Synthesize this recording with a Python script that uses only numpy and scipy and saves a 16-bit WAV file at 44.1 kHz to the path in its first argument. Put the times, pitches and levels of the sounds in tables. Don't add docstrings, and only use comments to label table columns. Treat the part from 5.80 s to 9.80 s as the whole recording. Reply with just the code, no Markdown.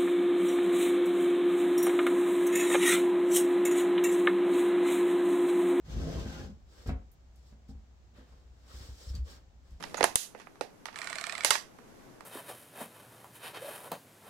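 import sys
import numpy as np
from scipy import signal
from scipy.fft import rfft, irfft
from scipy.io import wavfile

SR = 44100
rng = np.random.default_rng(int(sys.argv[2]) if len(sys.argv) > 2 else 0)


def unload_wav(signal):
    wavfile.write(
        sys.argv[1],
        SR,
        np.round(np.clip(np.atleast_2d(signal).T, -1, 1) * 32767).astype(np.int16),
    )


N = 176400
T = np.arange(N) / SR

# f/Hz, level/dB
AMBIENCE_SPECTRUM = [(20, -7.5), (62, 2), (85, -7), (130, -13.5), (260, -20), (450, -25), (800, -25),
                     (1000, -29.5), (2400, -36), (7400, -39.5), (9800, -57.5), (15500, -51.5)]
# f/Hz, correlation/1
CORRELATION = [(60, 0.79), (130, 0.85), (260, 0.61), (500, 0.52), (1000, 0), (16000, 0.09)]
# t/s, attack/s, hold/s, release/s, fibre level/dB, rub level/dB
CLOTH_STROKES = [(0.852, 0.15, 0.037, 0.05, -62.5, -60.5), (1.054, 0.023, 0.0068, .012, -57.5, -54),
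                 (1.542, 0.018, 0.033, 0.089, -75, -86), (1.616, 0.063, 0.019, 0.052, -70, -71.5),
                 (1.874, 0.0093, 0.015, 0.032, -68, -73), (2.332, 0.036, 0.008, 0.12, -72, -58.5),
                 (2.452, 0.034, 0.036, 0.25, -75.5, -70), (2.704, 0.14, 0.034, 0.03, -73, -69),
                 (2.882, 0.014, 0.011, 0.018, -68, -63), (2.852, 0.1, 0.073, 0.21, -57, -59.5),
                 (3.15, 0.055, 0.098, 0.028, -57, -62.5), (3.327, 0.0095, 0.013, 0.067, -60.5, -57.5),
                 (3.432, 0.057, 0.028, 0.062, -56, -55.5), (3.527, 0.04, 0.01, 0.071, -72, -65),
                 (3.803, 0.064, 0.059, 0.14, -74, -73.5)]
# f/Hz, level/dB
FIBRE_SPECTRUM = [(300, -6.5), (1400, -11), (2500, -9), (3500, -1), (5100, 2.5), (6200, -4.5), (7600, -1.5),
                  (9800, -15.5), (15500, -13)]
# f/Hz, level/dB
RUB_SPECTRUM = [(80, -2.5), (220, 4), (540, 6), (690, -1.5), (1400, -0.5), (2300, -6), (4000, -9),
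                (12000, -47)]
# t/s, level/dB, centre f/Hz
TICK_EVENTS = [(1.074, -48.5, 7300), (1.316, -52.5, 15000), (1.559, -61.5, 8350), (1.885, -69, 7500),
               (2.375, -64, 4500), (2.524, -66, 4970), (3.352, -44.5, 4600), (3.908, -62.5, 5500)]
# f/Hz, level/dB, T60/s
BOARD_MODES = [(160, -0.5, 0.18), (213.5, 0.5, 0.17), (260.7, -2, 0.14), (340.8, -8.5, 0.15),
               (457.5, -4, 0.11), (522.6, -12.5, 0.7), (569.4, -5, 0.13), (662, -16.5, 0.53),
               (795, -14.5, 0.22), (1060, -3.5, 0.2), (1235, -20, 0.17), (1597, -31, 0.05),
               (2090, -17, 0.069)]
# f/Hz, level/dB, T60/s
FLOOR_MODES = [(47.7, -26, 0.082), (66.5, 2.5, 0.18), (97.4, -7, 0.13)]
# t/s, floor level/dB, board level/dB, crack level/dB,
# contact time/ms, favoured f/Hz
BLOWS = [(0.195, -33.5, -54, -46, 1.1, 200), (.271, -36, -32, -68, 0.43, 437),
         (0.46, -38.5, -36, -42.5, 0.76, 250), (1.060, -36.5, -36.5, -43, 0.65, 380),
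         (1.080, -25, -46.5, -46, 0.53, 170), (1.090, -65, -34.5, -34.5, 0.48, 189),
         (1.102, -26.5, -34.5, -65, 0.97, 177), (1.109, -37, -55, -46.5, 0.31, 644),
         (1.124, -29.5, -45, -58, 0.79, 240), (1.723, -70, -52.5, -58.5, 0.74, 208),
         (1.891, -39.5, -37.5, -61.5, 1.05, 274), (1.947, -38.5, -53, -63, 1.44, 151),
         (2.386, -67, -56, -66, 0.21, 283), (2.522, -68, -61, -58, 0.13, 1230),
         (2.94, -39, -50, -79, 1.2, 150), (3.004, -38, -69, -77, 0.92, 151),
         (3.088, -37.5, -57, -62, 0.64, 200), (3.269, -33, -64, -95, 1.6, 149),
         (3.301, -31, -52, -77, 1.5, 150), (3.344, -30, -36, -76, 1.4, 151),
         (3.381, -23, -53, -76, 2.24, 150), (3.397, -31.5, -48, -67, 1.46, 150),
         (3.915, -36, -40.5, -71, 2.33, 152)]
# f/Hz, level/dB
CRACK_SPECTRUM = [(100, -4), (400, 11.5), (1100, 0), (1900, -4.5), (3000, -12), (5000, -19.5), (9000, -29),
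                  (16000, -53)]
# t/s, length/s, f/Hz, level/dB
GROAN_EVENTS = [(0.07, 0.087, 151, -51), (0.172, 0.23, 663, -52), (0.353, 0.058, 1033, -52.5),
                (0.373, 0.36, 800, -60), (0.42, 0.13, 1535, -57), (0.576, 0.066, 1660, -58),
                (0.517, 0.096, 1440, -55.5), (0.618, 0.14, 205.4, -48), (1.891, .04, 785, -66),
                (2.889, 0.05, 1300, -62), (2.891, 0.063, 1155, -67), (3.282, 0.025, 5380, -56),
                (3.339, 0.034, 4620, -55.5)]
# t/s, hiss level/dB, judder level/dB
DRAG_LEVELS = [(.02, -90, -84.5), (.05, -61, -59), (.12, -51.5, -45), (.2, -52.5, -41.5), (.36, -49, -40),
               (.42, -51, -49), (0.601, -51.5, -44), (0.657, -58.5, -55.5), (.72, -72, -68.5),
               (.78, -84, -78)]
# t/s, level/dB
RUMBLE_LEVELS = [(0.039, -57.5), (.1, -37), (0.18, -30.5), (.24, -44.5), (.34, -34), (.45, -41.5),
                 (.57, -37.5), (.65, -47), (.74, -48), (.8, -70)]
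# f/Hz, level/dB
SLIDE_SPECTRUM = [(150, -1), (400, 5), (680, 10), (900, 2.5), (1070, 3.5), (1300, 4.5), (1590, 3.5),
                  (2400, 0), (3500, 0), (5200, 0.5), (7500, -5), (9500, -18.5), (15500, -18.5)]
# f/Hz, level/dB
JUDDER_SPECTRUM = [(30, -10.5), (110, -0.5), (220, 2), (450, 0), (900, -12.5), (1600, -16.5), (3000, -52)]

ROOM_T60_S, TREBLE_T60_S = 0.31, 0.12
BOARD_WET_DB, FLOOR_WET_DB = -7, -10.5


def amp(db):
    return 10 ** (np.asarray(db) / 20)


def unit_rms(x):
    return x / np.sqrt(np.mean(x ** 2))


def on_bins(points, size):
    hz, value = np.array(points, float).T
    return np.interp(np.log(np.fft.rfftfreq(size, 1 / SR) + 1), np.log(hz), value)


def colour(x, spectrum):
    size = 2 * N
    cepstrum = irfft(np.log(amp(on_bins(spectrum, size))))
    cepstrum[1:N] *= 2
    cepstrum[N:] = 0
    return irfft(rfft(x, size) * np.exp(rfft(cepstrum)))[..., :N]


def decay(t, t60_s):
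    return np.exp(-np.log(1000) * t / t60_s)


def envelope(times_s, levels_db):
    return amp(np.interp(T, times_s, levels_db)) * (T > times_s[0]) * (T < times_s[-1])


def convolve(x, response):
    return signal.fftconvolve(x, response)[:N]


def ring(force, modes):
    t = T[:SR]
    response = sum(amp(db) * np.sin(2 * np.pi * hz * t) * decay(t, t60_s) for hz, db, t60_s in modes)
    return convolve(force, response)


def add(out, start_s, x):
    i = int(start_s * SR)
    out[i:i + len(x)] += x[:N - i]


def grains(per_s, spread_db):
    impulses = (rng.random(N) < per_s / SR) * rng.choice([-1, 1], N)
    return impulses * amp(spread_db * np.clip(rng.standard_normal(N), -2, 2))


def diffuse_noise():
    correlation = on_bins(CORRELATION, N)
    weights = np.sqrt([1 + correlation, 1 - correlation])
    mid, side = irfft(rfft(rng.standard_normal((2, N))) * weights)
    return np.array([mid + side, mid - side]) / np.sqrt(2)


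def room(x, wet_db, split_hz=2500, rise_s=0.004):
    t, noise = T[:SR], diffuse_noise()[:, :SR]
    low = signal.sosfilt(signal.butter(2, split_hz, fs=SR, output="sos"), noise)
    high = signal.sosfilt(signal.butter(2, split_hz, "high", fs=SR, output="sos"), noise)
    tail = (low * decay(t, ROOM_T60_S) - high * decay(t, TREBLE_T60_S)) * np.minimum(t / rise_s, 1)
    wet = np.array([convolve(x, side / np.linalg.norm(side)) for side in tail])
    return (x + amp(wet_db) * wet) / np.hypot(1, amp(wet_db))


def ambience(rumble_db=-58, hum_db=-59, hum_hz=61.5):
    rumble = amp(rumble_db) * unit_rms(colour(diffuse_noise(), AMBIENCE_SPECTRUM))
    return rumble + amp(hum_db) * np.sqrt(2) * np.sin(2 * np.pi * hum_hz * T)


def flutter(depth_db, per_s=40):
    return amp(depth_db * np.interp(T * per_s, np.arange(SR), rng.standard_normal(SR)))


def friction(gain, spectrum, flutter_db=1.06, panel_t60_s=0.18, panel_db=5, wet_db=12.5):
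    catches = unit_rms(grains(per_s=2500, spread_db=-2))
    direct_energy = (catches * flutter(flutter_db) * gain) ** 2
    tail = decay(T[:SR], TREBLE_T60_S) ** 2
    room_energy = np.abs(convolve(direct_energy, tail / tail.sum()))
    wet_ratio = amp(wet_db) ** 2
    energy = (direct_energy + wet_ratio * room_energy) / (1 + wet_ratio)
    rubbing = rng.standard_normal(N)
    panel_response = diffuse_noise()[:, :SR] * decay(T[:SR], panel_t60_s)
    panel = unit_rms(np.array([convolve(rubbing, side) for side in panel_response]))
    hiss = unit_rms(colour(diffuse_noise() + amp(panel_db) * panel, spectrum))
    return np.sqrt(energy) * hiss


def rustle():
    fibre_gain, rub_gain = np.zeros((2, N))
    for start_s, attack_s, hold_s, release_s, fibre_db, rub_db in CLOTH_STROKES:
        stroke = np.interp(T, start_s + np.cumsum([0, attack_s, hold_s, release_s]), [0, 1, 1, 0])
        fibre_gain += amp(fibre_db) * stroke
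        rub_gain += amp(rub_db) * stroke
    fibres = friction(fibre_gain, FIBRE_SPECTRUM)
    return fibres + friction(rub_gain, RUB_SPECTRUM, flutter_db=2.15, panel_t60_s=0.33)


def ticks(t60_s=0.021, skirt_db=-8.5):
    out, t = np.zeros(N), T[:SR // 4]
    for start_s, db, hz in TICK_EVENTS:
        band = [(hz / 8, 3 * skirt_db), (hz / 2, skirt_db), (hz, 0),
                (hz * 2, skirt_db), (hz * 4, 2 * skirt_db)]
        snap = irfft(rfft(rng.standard_normal(SR)) * amp(on_bins(band, SR)))[:len(t)]
        add(out, start_s, amp(db) * unit_rms(snap) * decay(t, t60_s))
    return room(out, wet_db=0)


def groans(base_width_hz=18, width_share=0.04):
    out = np.zeros(N)
    bins_hz = np.fft.fftfreq(N, 1 / SR)
    for start_s, length_s, hz, db in GROAN_EVENTS:
        width_hz = base_width_hz + width_share * hz
        band = np.exp(-((bins_hz - hz) / width_hz) ** 2)
        analytic = np.fft.ifft(np.fft.fft(rng.standard_normal(N)) * band)
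        tone = unit_rms(np.real(analytic / np.sqrt(np.abs(analytic))))
        swell = np.sin(np.pi * np.clip((T - start_s) / length_s, 0, 1))
        out += amp(db) * swell * tone
    return room(out, BOARD_WET_DB)


def struck_modes(favoured_hz, lift_db=10, width_oct=0.6):
    return [(hz, db + lift_db * np.exp(-(np.log2(hz / favoured_hz) / width_oct) ** 2), t60_s)
            for hz, db, t60_s in BOARD_MODES]


def knocks(crack_rise_s=0.003, crack_t60_s=0.072):
    floor_force, board, crack_gain = np.zeros((3, N))
    t = T[:SR // 4]
    crack_shape = decay(t, crack_t60_s) * np.minimum(t / crack_rise_s, 1)
    for start_s, floor_db, board_db, crack_db, contact_ms, favoured_hz in BLOWS:
        push = t * np.exp(-t * 1000 / contact_ms)
        push /= push.sum()
        add(floor_force, start_s, amp(floor_db) * push)
        add(board, start_s, amp(board_db) * ring(push, struck_modes(favoured_hz)) / 2)
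        add(crack_gain, start_s, amp(crack_db) * crack_shape)
    floor = ring(floor_force, FLOOR_MODES)
    crack = crack_gain * unit_rms(colour(rng.standard_normal(N), CRACK_SPECTRUM))
    return room(floor, FLOOR_WET_DB) + room(board, BOARD_WET_DB) + room(crack, wet_db=-4.5)


def drag(dead_wood_db=-8):
    times_s, hiss_db, judder_db = np.array(DRAG_LEVELS).T
    slips = grains(per_s=190, spread_db=4.5)
    dull_slips = colour(slips, JUDDER_SPECTRUM)
    wood = unit_rms(ring(slips, BOARD_MODES)) + amp(dead_wood_db) * unit_rms(dull_slips)
    judder = unit_rms(colour(wood, JUDDER_SPECTRUM)) * envelope(times_s, judder_db)
    rumble = unit_rms(ring(dull_slips, FLOOR_MODES)) * envelope(*np.array(RUMBLE_LEVELS).T)
    scrape = room(judder, wet_db=3) + friction(envelope(times_s, hiss_db), SLIDE_SPECTRUM)
    return scrape + room(rumble, FLOOR_WET_DB)


def scene(balance_db=0.5, left_lag_ms=0.16):
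    left, right = ambience() + drag() + groans() + knocks() + ticks() + rustle()
    left = np.pad(left, (int(left_lag_ms * SR / 1000), 0))[:N]
    return np.array([left * amp(balance_db / 2), right * amp(-balance_db / 2)])


def record(dry, low_hz=33, top_hz=15800):
    thin = signal.sosfilt(signal.butter(4, low_hz, "high", fs=SR, output="sos"), dry)
    return signal.sosfilt(signal.ellip(10, .2, 70, top_hz, fs=SR, output="sos"), thin)


dry = scene()
out = record(dry)
unload_wav(out)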